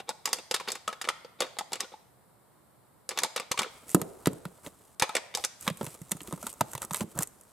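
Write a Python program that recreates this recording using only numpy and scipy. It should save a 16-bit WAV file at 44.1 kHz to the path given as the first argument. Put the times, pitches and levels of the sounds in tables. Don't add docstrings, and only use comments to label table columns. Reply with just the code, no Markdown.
import sys
import numpy as np
from scipy import signal
from scipy.io import wavfile
from scipy.ndimage import uniform_filter1d

SR = 44100
rng = np.random.default_rng(int(sys.argv[2]) if len(sys.argv) > 2 else 0)


def put_to_file(sound):
    columns = np.atleast_2d(sound).T
    safe = np.clip(columns, -1, 1)
    whole_steps = np.round(safe * 32767)
    wavfile.write(sys.argv[1], SR, whole_steps.astype(np.int16))


def voltage_ratio(level):
    return 10 ** (np.asarray(level, float) / 20)


N = 331616

# t/s, tine level/dB, beam level/dB, crack
# level/dB, beam ring f/Hz
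FIRST_RUN = [(0.0, -36.5, -27, -40.5, 600), (0.0914, -29, -21, -18, 877), (0.1041, -37.5, -28, -37.5, 665),
             (0.255, -26.5, -27, -11, 1160), (0.2736, -30.5, -26, -27.5, 880),
             (0.3294, -21, -33.5, -8.5, 560), (0.3578, -49.5, -40.5, -36, 566),
             (0.3851, -37, -33.5, -34, 577), (0.511, -24, -21.5, -14.5, 485),
             (0.5405, -21, -27, -14.5, 1414), (0.5624, -28, -54.5, -26, 1240),
             (0.599, -32, -29.5, -33.5, 1060), (0.6744, -32.5, -27, -40, 1460),
             (0.682, -27.5, -29.5, -27, 460), (0.702, -30.5, -32.5, -24, 584), (0.718, -34, -41, -18, 1440),
             (0.753, -34, -52, -29.5, 1300),
             (0.877, -27.5, -18.5, -23.5, 1274), (0.9277, -32.5, -35, -34, 1260),
                (1.0141, -28, -55, -22, 1250), (1.0415, -32, -33.5, -38, 1410),
                (1.0503, -32, -54, -41, 1250), (1.0742, -45, -25.5, -38, 630),
                (1.087, -16.5, -16, -16.5, 1383), (1.247, -43, -33, -66.5, 485),
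                (1.4043, -20.5, -18, -15, 592), (1.4197, -23, -21.5, -27, 550),
                (1.5866, -27.5, -26, -18.5, 700), (1.6082, -38, -23, -37, 840),
                (1.7192, -37, -29, -34, 916), (1.731, -27.5, -28, -17.5, 614),
                (1.755, -36, -34.5, -29.5, 544), (1.8015, -26, -44, -14.5, 940),
                (1.568, -47, -35.5, -60, 806), (1.844, -42, -34.5, -58, 574), (1.919, -54, -39, -62, 530),
                (1.938, -61, -35, -67, 876)]
SECOND_RUN = [(3.0899, -33, -30.5, -17.5, 570), (3.1081, -32.5, -46, -39, 977),
              (3.1143, -38, -30.5, -36, 1170), (3.1746, -23.5, -41, -24, 697),
              (3.1877, -20.5, -37.5, -15, 1160), (3.201, -43, -46, -27, 1280), (3.2182, -50, -30, -36, 982),
              (3.233, -20.5, -22, -10.5, 681), (3.2614, -39, -36.5, -35, 557),
              (3.3611, -25, -21.5, -19, 1310), (3.3756, -26.5, -35, -30, 1180),
              (3.3984, -27, -21, -23.5, 521), (3.5141, -21, -44, -13.5, 1290),
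              (3.574, -25.5, -37, -24, 1310), (3.5894, -19.5, -24.5, -12, 1480),
              (3.6067, -47, -21.5, -45, 1290), (3.6176, -27.5, -24, -26, 930),
              (3.6309, -27.5, -55, -30, 1270), (3.6426, -49, -29, -63, 1360),
              (3.6609, -59, -32.5, -55, 450)]
THIRD_RUN = [(4.997, -29, -40, -17, 935), (5.0132, -30.5, -81, -56, 1270),
             (5.0217, -15.5, -15.5, -12.5, 950), (5.092, -31.5, -25, -31, 866),
             (5.1518, -20, -17.5, -16.5, 625), (5.166, -19, -24.5, -20.5, 660),
             (5.3398, -35, -46, -48, 1520), (5.3491, -27.5, -27.5, -13.5, 520),
             (5.3726, -34, -25, -22.5, 810), (5.3818, -41, -27, -34, 720), (5.4391, -25, -30, -20, 890),
             (5.448, -30, -26, -11, 1540)]
REBOUNDS = [(0.289, -44, -34, -30, 900), (0.345, -46, -36, -31.5, 610), (0.3685, -50, -48, -34.5, 800),
            (0.6072, -40, -29.5, -39, 1020), (0.890, -40, -26.5, -41.5, 1260), (0.900, -41, -42, -46, 557),
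            (0.912, -48, -40, -50, 1210), (1.099, -38, -25, -36, 870), (1.4655, -42, -39, -48, 700),
            (1.591, -34.5, -28.5, -36, 1290), (3.2448, -29.5, -23, -24, 890), (3.540, -48, -30, -50, 950),
            (5.0265, -36, -37, -33, 890), (5.0315, -28, -36, -29, 1290), (5.041, -35, -32, -46, 700),
            (5.396, -41, -37, -41, 800)]
# t/s, f/Hz
TINE_TOUCH = [(0.003, 2900), (0.092, 3840), (0.258, 3240), (0.276, 2350), (0.332, 4600), (0.387, 2440),
              (0.513, 3330), (0.547, 3800), (0.563, 3600), (0.601, 2070), (0.678, 1740), (0.689, 4730),
              (0.702, 4360), (0.719, 3570), (0.757, 1860), (0.879, 3280), (0.928, 1740), (1.016, 1960),
              (1.043, 1830), (1.09, 2190), (1.408, 4560), (1.422, 1730), (1.587, 3400), (1.731, 4100),
              (1.757, 2940), (1.807, 3250), (3.092, 4130), (3.118, 1780), (3.176, 3450), (3.188, 4260),
              (3.219, 2110), (3.236, 3800), (3.262, 2110), (3.364, 3200), (3.378, 3770), (3.399, 2450),
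              (3.517, 4570), (3.578, 2320), (3.593, 3250), (3.609, 2000), (3.619, 5030), (3.632, 2290),
              (3.645, 1780), (4.999, 3600), (5.024, 1840), (5.034, 1860), (5.093, 2340), (5.153, 2220),
              (5.167, 1940), (5.189, 2270), (5.342, 2690), (5.351, 3650), (5.373, 3800), (5.384, 5030),
              (5.4405, 3940), (5.4485, 4970)]
# f/Hz, level/dB, t60/s
BEAM_MODES = [(210, -13, 0.045), (555, -18, 0.06), (647, -13, 0.05), (950, -14, 0.031), (1010, -18, 0.023),
              (1300, -13.5, 0.045)]
# f/Hz, level/dB, t60/s
TINE_MODES = [(1830, -35, 0.0065), (2220, -16.5, 0.022), (2425, -16, 0.005), (3450, -15, 0.012),
              (3670, -14, 0.012), (4600, -32.5, 0.0089)]
# f/Hz, level/dB
BONE_CRACK = [(3500, -16.5), (4800, 3), (6000, -1), (7800, 3), (10000, -4.5), (13000, -12.5),
              (15000, -28.5), (16800, -42)]
# start t/s, length/s, level/dB
RUBS = [(0.07, 0.041, -43), (0.235, 0.099, -47.5), (0.34, 0.064, -51), (0.632, 0.14, -47.5),
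        (1.036, 0.033, -50), (1.383, 0.069, -40.5), (1.706, 0.067, -46.5), (1.787, 0.053, -43.5),
        (1.909, 0.037, -55.5), (3.086, 0.049, -47), (3.126, 0.14, -44.5), (3.349, 0.083, -48),
        (3.543, 0.14, -49), (5.026, 0.014, -32), (5.663, 0.022, -41), (5.136, 0.052, -38)]
# f/Hz, level/dB
GRIND = [(250, -28), (500, 2.5), (1300, 3), (3000, 0), (6000, -7.5), (12000, -21), (16000, -56)]
# t/s, level/dB
PUSHES = [
    (0.51, -45.5),
    (3.513, -34.5),
    (3.591, -35.5),
    (5.022, -27),
]
# t/s, tine level/dB, beam level/dB, crack level/dB
BEATING = [(3.8927, -49, -54, -27), (3.902, -85.5, -45, -27), (3.946, -26.5, -9, -5),
           (4.015, -36, -27, -18), (4.2578, -24, -30, -17.5), (4.2694, -27.5, -18.5, -15),
           (4.331, -56, -42, -36.5), (4.4519, -40.5, -31.5, -33), (4.584, -73, -45.5, -80),
           (4.6626, -38, -37, -42), (4.6704, -51, -36, -33.5), (3.965, -55, -31, -50),
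           (3.995, -51, -35.5, -55)]
SWEEPING = [(5.677, -20, -16.5, -18.5), (5.6979, -34.5, -29, -29), (5.771, -53, -61, -33),
            (5.8117, -42, -21.5, -30), (5.8418, -47, -34, -28.5), (5.865, -37, -39, -26.5),
            (5.942, -55, -61, -35), (6.0164, -55, -86, -33.5), (6.116, -29, -39, -11.5),
            (6.205, -38.5, -53, -38), (6.2735, -44, -45, -30), (6.325, -40.5, -26.5, -25),
            (6.376, -66, -41, -40), (6.4271, -55, -32.5, -28), (6.4661, -37, -30, -20),
            (6.5282, -56, -50, -28.5), (6.6079, -26.5, -14, -12), (6.7326, -48, -35, -24),
            (6.751, -38, -30, -23), (6.777, -39, -36.5, -28.5), (6.8179, -35.5, -56, -20),
            (6.849, -53, -43, -25), (6.9083, -35.5, -27, -26), (6.9443, -26.5, -54, -13.5),
            (6.9593, -40, -50, -22), (7.0071, -30, -25.5, -23), (7.1887, -37, -24.5, -11.5),
            (7.222, -39, -40, -15.5), (7.2309, -39.5, -86, -14), (7.2725, -56, -112, -28.5)]
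# t/s, crack level/dB, knock level/dB
TICKS = [(5.6096, -30, -60), (5.666, -32, -30.5), (5.685, -29, -28), (5.8273, -32, -31), (5.8712, -38, -43),
         (6.094, -38, -53), (6.1107, -26, -33), (6.168, -35, -43), (6.216, -30, -55), (6.232, -32, -60),
         (6.249, -48, -64), (6.3358, -36, -33), (6.5003, -28, -65), (6.5377, -34, -48), (6.7158, -32, -55),
         (6.803, -45, -63), (6.827, -29, -30), (6.933, -19, -34), (6.968, -20.5, -41), (6.9744, -29, -48),
         (7.1537, -38, -56), (7.1746, -28, -32.5), (7.2032, -29, -31), (3.881, -36, -55),
         (3.9073, -32, -55), (3.915, -25, -50), (3.9274, -39, -46), (5.626, -32, -51), (5.852, -29, -47),
         (5.886, -42, -43), (6.31, -45, -37), (6.379, -48, -45), (6.4378, -45, -38), (6.4747, -32, -40),
         (6.843, -42, -34.5), (6.915, -30, -41), (6.927, -30, -45), (6.9367, -36, -35), (7.178, -43, -31),
         (7.229, -36, -42), (7.411, -37.5, -60), (7.435, -44.5, -73)]
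# t/s, f/Hz
GROUND_TOUCH = [(3.948, 426), (3.978, 597), (3.998, 450), (4.017, 436), (4.036, 433), (4.05, 430),
                (4.07, 440), (4.273, 427), (4.454, 1450), (4.673, 580), (5.669, 1500), (5.679, 1134),
                (5.703, 450), (5.812, 500), (5.831, 594), (5.846, 503), (6.12, 895), (6.334, 466),
                (6.43, 700), (6.442, 430), (6.469, 1150), (6.611, 696), (6.735, 1500), (6.752, 1250),
                (6.78, 915), (6.82, 1370), (6.829, 1350), (6.844, 1250), (6.91, 900), (6.946, 1290),
                (7.009, 430), (7.043, 450), (7.178, 544), (7.19, 1510), (7.21, 1320), (7.225, 1320)]
# f/Hz, level/dB
TWIG_CRACK = [(3500, -16), (5000, -4.5), (6500, 10.5), (8200, 14.5), (10000, 9.5), (13000, 9.5),
              (16000, -13), (16800, -30)]
# t/s, level/dB, f/Hz, overtone level/dB
THUDS = [(3.947, -8, 194, 9), (4.018, -29.5, 169, -1), (4.272, -12.5, 177, 9.5), (4.33, -35, 153, -3),
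         (4.456, -32, 170, -4.5), (4.667, -39, 170, 11), (5.676, -28.5, 207, -5), (5.707, -29, 159, -12.5),
         (5.81, -29, 220, 6), (5.832, -33, 148, -1), (5.871, -36, 146, -2), (6.015, -35, 154, -3.5),
         (6.117, -33.5, 189, -1), (6.151, -34.5, 156, 0), (6.215, -39, 189, 13), (6.282, -37, 219, 9),
         (6.331, -27, 170.6, 2.5), (6.438, -40, 217, -9), (6.463, -46, 217, -7), (6.61, -22, 139, 4),
         (6.749, -34.5, 130, -8), (6.844, -47, 216, 2), (6.914, -32.5, 165, -10), (7.013, -26, 206, -3.5),
         (7.041, -31.5, 192, 3.5), (7.16, -32, 146, 4), (7.19, -27, 157, -16)]
# t/s, dry crackle level/dB, soil scuff level/dB
RAKING = [
    [(3.7, -62, -64), (4.204, -62.5, -60), (4.482, -65, -65), (4.95, -66, -65.5)],
    [(5.5, -75, -104), (5.79, -57, -57), (5.93, -59.5, -62), (6.83, -60.5, -60), (7.3, -66, -71),
     (7.52, -65, -64)],
]
# start t/s, length/s, crackle level/dB, scuff level/dB
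STROKES = [(3.864, 0.069, -47, -61.5), (4.632, 0.049, -51, -47.5), (5.375, 0.057, -52.5, -56),
           (5.592, 0.076, -48, -52), (5.764, 0.19, -55.5, -59.5), (6.204, 0.16, -61, -60),
           (6.377, 0.14, -51.5, -59), (6.667, 0.075, -57, -59), (6.811, 0.029, -45, -49),
           (6.897, 0.1345, -46.5, -50.5), (7.142, 0.073, -64, -41.5), (7.197, 0.04, -41.5, -47),
           (7.085, 0.041, -63, -61)]
# f/Hz, level/dB
CRACKLE = [(1200, -28.5), (2000, -7), (4500, -9.5), (6500, -6.5), (8000, 0.5), (12500, -6), (15600, -20.5),
           (16300, -53)]
# f/Hz, level/dB
SCUFF = [(25, -34), (60, -5.5), (150, -9), (450, -11), (1300, -12.5), (2200, -34)]
# f/Hz, t60/s
TRUNKS_T60 = [(150, 0.13), (500, 0.72), (2000, 0.8), (5000, 0.58), (12000, 0.59)]
# f/Hz, gain/dB
TRUNKS_GAIN = [(100, -45), (280, -22), (450, -11), (700, -10.5), (1500, -12.5), (5000, -11.5),
               (14000, -19.5)]
# f/Hz, density/dB per Hz
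HUSH = [(18, -48.5), (30, -13.5), (125, 4), (276, -2.5), (979, -4), (2220, -17.5), (2530, -22.5),
        (4180, -20.5), (6210, -28), (8090, -16.5), (14100, -20), (15200, -24), (16100, -52)]
# f/Hz, level/dB
LEFT_MINUS_RIGHT = [(100, -3.5), (700, -0.5), (2000, 1.35), (6000, -0.5), (15000, -1.5)]
# f/Hz, gain/dB
SIDE_LIFT = [(300, -3), (700, -3), (2500, -4.5), (5000, -1.5), (8000, -1.5), (13000, 1)]

FIRST_TOUCH, CONTACT_RISE_S = 0.33, 0.0014
GRIND_DB, GRIND_S = -7, 0.007
BONE_LOW_HZ, MIC_LOW_HZ, MIC_EDGE_HZ = 365, 102, 16700
RUB_T60 = 0.006
STROKE_RISE, STROKE_FALL_S = 0.51, 0.0039
THUD_T60, SETTLE_T60, SOIL_RISE_S = 0.034, 0.1, 0.00095
LUMP_RATIO = 14
PUSH_S = 0.00066
SWAY_HZ = 90
HUSH_DB = -64.5
SOFT_LIMIT = 0.9


def read(points, hz):
    f, value = np.transpose(points)
    return np.interp(np.log(hz + 1), np.log(f + 1), value)


def evened(x):
    return x / np.sqrt(np.mean(x ** 2) + 1e-20)


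def coloured(x, points):
    log_gain = np.log(voltage_ratio(read(points, abs(np.fft.fftfreq(2048, 1 / SR)))))
    spectrum = np.exp(log_gain - 1j * signal.hilbert(log_gain).imag)
    taps = np.fft.ifft(spectrum).real[:1024]
    taps = taps.reshape((1,) * (x.ndim - 1) + (-1,))
    return signal.oaconvolve(x, taps, axes=-1)[..., :x.shape[-1]]


def low_cut(x, hz):
    return signal.sosfilt(signal.butter(2, hz, "high", fs=SR, output="sos"), x)


def add(mix, s, sounds, peak_db, size):
    top = np.sqrt(uniform_filter1d(sounds ** 2, size, axis=1).max(1))
    levelled = sounds * (voltage_ratio(peak_db) / top)[:, None]
    for start, sound in zip(np.round(s * SR).astype(int), levelled):
        part = mix[start:][:len(sound)]
        part += sound[:len(part)]


def ring(hz, t60, t):
    return np.sin(2 * np.pi * hz[:, None] * t) * voltage_ratio(-60 * t / t60)


def swell(start, length):
    t = np.arange(N) / SR - start
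    gather = np.clip(t / (STROKE_RISE * length), 0, 1)
    return gather * np.exp(-np.maximum(t - length, 0) / STROKE_FALL_S)


def nearest(touches, s):
    at, hz = np.transpose(touches)
    k = abs(at - s[:, None] - 0.002).argmin(1)
    lag = at[k] - s
    return np.where((lag > 0) & (lag < 0.007), lag, 0.0015), hz[k]


def chatter(count, t, fall_s, density, first=1.2):
    shape = (count, t.shape[-1])
    touches = rng.standard_normal(shape) * (rng.random(shape) < density)
    touches = touches * np.exp(-t / fall_s)
    hardest = ((t * np.ones(shape)) > 0).argmax(1)
    touches[np.arange(count), hardest] = first
    return touches


def struck(modes, lead_hz, lead_t60, drive, t, damp, spread_db=5.5):
    body = ring(lead_hz, lead_t60, t)
    for hz, db, t60 in modes:
        detune, weight = rng.standard_normal((len(drive), 2)).T
        gain = voltage_ratio(db + spread_db * np.clip(weight, -2, 1))[:, None]
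        body = body + gain * ring(hz * (1 + 0.041 * detune), damp * t60, t)
    return signal.fftconvolve(body, drive, axes=1)[:, :len(t)]


def crack(rise, since, t, crack_s):
    after = np.maximum(since, 0)
    catches = voltage_ratio(39.0 * uniform_filter1d(rng.standard_normal(rise.shape), size=50, axis=1))
    fall = np.exp(-after / crack_s) + 0.45 * np.exp(-after / (4.2 * crack_s))
    onset = 1 - np.exp(-t / 0.00054)
    burst = rng.standard_normal(rise.shape) * catches * rise * onset * fall
    burst[np.arange(len(rise)), (since > 0).argmax(1)] = 9
    return burst


def blows(s, tine_db, beam_db, crack_db, beam_hz, tine_hz, lag, crack_colour,
          fall_s, ring_s, crack_s, damp, beam_lift_db):
    t, mix = np.arange(2600) / SR, np.zeros(N)
    since = t - 0.79 * lag[:, None]
    after = np.maximum(since, 0)
    rise = FIRST_TOUCH + (1 - FIRST_TOUCH) * np.exp(np.minimum(since, 0) / CONTACT_RISE_S)
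    drive = rise * chatter(len(s), after, fall_s, density=0.081)
    beam = struck(BEAM_MODES, beam_hz, ring_s, drive, t, damp)
    add(mix, s, beam, beam_db + beam_lift_db, size=130)
    tines = struck(TINE_MODES, tine_hz, ring_s / 5, drive, t, damp)
    add(mix, s, tines, tine_db - 4.0, size=60)
    burst = crack(rise, since, t, crack_s)
    add(mix, s, coloured(burst, crack_colour), crack_db - 7.0, size=40)
    slide = coloured(rise * chatter(len(s), after, GRIND_S, density=0.15), GRIND)
    add(mix, s, slide, tine_db + GRIND_DB, size=130)
    return low_cut(mix, BONE_LOW_HZ)


def clashes():
    rows = np.transpose(FIRST_RUN + SECOND_RUN + THIRD_RUN + REBOUNDS)
    lag, tine_hz = nearest(TINE_TOUCH, rows[0])
    return blows(*rows, tine_hz, lag, BONE_CRACK, fall_s=0.0024, ring_s=0.03, crack_s=0.0013,
                 damp=0.87, beam_lift_db=-6.5)


def grinding():
    slips = rng.standard_normal(N) * (rng.random(N) < 3500 / SR)
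    slips = slips * voltage_ratio(0.97 * np.minimum(rng.exponential(1, N), 4))
    t = np.arange(600) / SR
    hz, db, _ = np.transpose(BEAM_MODES + TINE_MODES)
    body = (voltage_ratio(db)[:, None] * ring(hz, RUB_T60, t)).sum(0)
    ringing = evened(signal.oaconvolve(slips, body)[:N])
    scrape = evened(coloured(slips, GRIND))
    grain = low_cut(evened(ringing + voltage_ratio(-20.5) * scrape), BONE_LOW_HZ)
    return grain * sum(voltage_ratio(db) * swell(start, length) for start, length, db in RUBS)


def pushes():
    s, db = np.transpose(PUSHES)
    u, mix = np.arange(2000) / SR / PUSH_S, np.zeros(N)
    shove = (1 - 0.5 * u) * u * np.exp(-u)
    add(mix, s, np.tile(shove, (len(s), 1)), db, size=220)
    return mix


def snaps():
    ticks = [(s, knock_db - 14.5, knock_db, crack_db) for s, crack_db, knock_db in TICKS]
    rows = np.transpose(BEATING + SWEEPING + ticks)
    lag, beam_hz = nearest(GROUND_TOUCH, rows[0])
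    tine_hz = rng.uniform(1420, 3830, len(lag))
    return blows(*rows, beam_hz, tine_hz, lag, TWIG_CRACK, fall_s=0.0029, ring_s=0.0099, crack_s=0.00055,
                 damp=0.41, beam_lift_db=-4.5)


def thuds():
    s, db, hz, over_db = np.transpose(THUDS)
    t, mix = np.arange(6000) / SR, np.zeros(N)
    sagging = t + 0.00023 * (1 - np.exp(-t / 0.012))
    fall = voltage_ratio(-60 * (t / THUD_T60) ** 2) + voltage_ratio(-20.0 - 60 * t / SETTLE_T60)
    low = np.sin(2 * np.pi * hz[:, None] * sagging) * fall
    low = low * (1 - np.exp(-t / SOIL_RISE_S)) ** 2
    over = voltage_ratio(over_db - 0.5)[:, None] * ring(1.633 * hz, 0.88 * THUD_T60, t)
    over = over * (1 - np.exp(-t / 0.00044))
    lumps = chatter(len(s), t, fall_s=0.033, density=0.011, first=LUMP_RATIO)
    swing = signal.fftconvolve(low + over, lumps, axes=1)[:, :len(t)]
    add(mix, s, swing, db - 1.5, size=220)
    return mix


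def raking():
    t, out = np.arange(N) / SR, np.zeros((2, N))
    clumps = evened(uniform_filter1d(rng.standard_normal(N), size=160))
    grains = rng.standard_normal((3, N))
    grains = grains * voltage_ratio(2.2 * np.minimum(rng.exponential(1, N), 5) + 2.64 * clumps)
    crackle = evened(coloured(grains[0] + 0.55 * grains[1:], CRACKLE))
    soil = rng.standard_normal((3, N))
    soil = soil * voltage_ratio(3.0 * evened(uniform_filter1d(rng.standard_normal(N), size=700)))
    scuff = evened(coloured(soil[0] + 0.12 * soil[1:], SCUFF))
    for rows in RAKING:
        s, crackle_db, scuff_db = np.transpose(rows)
        out += crackle * voltage_ratio(np.interp(t, s, crackle_db, -120, -120))
        out += scuff * voltage_ratio(np.interp(t, s, scuff_db, -120, -120))
    for start, length, crackle_db, scuff_db in STROKES:
        out += swell(start, length) * (voltage_ratio(crackle_db) * crackle + voltage_ratio(scuff_db) * scuff)
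    return out


def scatter(length, first):
    taps = np.zeros((2, length))
    at = np.arange(first, length - 16, 16)
    at = at + rng.integers(0, 16, (2, len(at)))
    np.put_along_axis(taps, at, rng.choice([-1., 1.], at.shape), 1)
    return taps


def brush(x, db=-5.0, t60=0.05):
    taps = scatter(4000, first=40) * voltage_ratio(-60 * np.arange(4000) / SR / t60)
    taps /= np.linalg.norm(taps[0])
    return voltage_ratio(db) * signal.oaconvolve(x[None], taps, axes=1)[:, :N]


def trunks(x):
    sway_hz = SWAY_HZ * evened(uniform_filter1d(rng.standard_normal(N), size=90))
    out, turn = 0, 2 * np.pi * np.cumsum(sway_hz + 11) / SR
    for feed in (np.sin(turn), np.cos(turn)):
        hz, t, z = signal.stft(scatter(SR, first=500), SR, nperseg=256)
        t60 = read(TRUNKS_T60, hz)[:, None]
        energy = t60 * SR / 16 / (2 * np.log(1000))
        z = z * voltage_ratio(read(TRUNKS_GAIN, hz)[:, None] - 60 * t / t60) / np.sqrt(energy)
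        echoes = signal.istft(z, SR, nperseg=256)[1]
        out = out + signal.fftconvolve((feed * x)[None], echoes, axes=1)[:, :N]
    return out


def hush():
    return voltage_ratio(HUSH_DB + 3.0) * evened(coloured(rng.standard_normal((2, N)), HUSH))


def scene():
    bone, ground, soil = clashes() + grinding(), snaps(), thuds()
    left = voltage_ratio(-0.75) * (ground + 0.5 * np.roll(ground, 1)) / 1.4
    aside = np.array([left, voltage_ratio(1.26) * ground])
    near = bone + aside + soil + brush(bone) + brush(ground, db=-8.5, t60=0.027)
    near = low_cut(near, MIC_LOW_HZ)
    far = trunks(bone + voltage_ratio(-6.5) * ground + voltage_ratio(5.0) * soil)
    return near + far + raking() + hush() + pushes()


def roll_off(x):
    return signal.sosfilt(signal.butter(12, 16850, fs=SR, output="sos"), x)


def record(dry):
    mid, side = dry.mean(0), coloured((dry[0] - dry[1]) / 2, SIDE_LIFT)
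    lean = np.array(LEFT_MINUS_RIGHT)
    left = coloured(mid + side, lean * [1, 0.5])
    right = coloured(mid - side, lean * [1, -0.5])
    pair = SOFT_LIMIT * np.tanh(np.array([left, right]) / SOFT_LIMIT)
    pair = signal.oaconvolve(pair, signal.firwin(255, MIC_EDGE_HZ, fs=SR)[None], "same")
    return roll_off(pair)


dry = scene()
out = record(dry)
put_to_file(out)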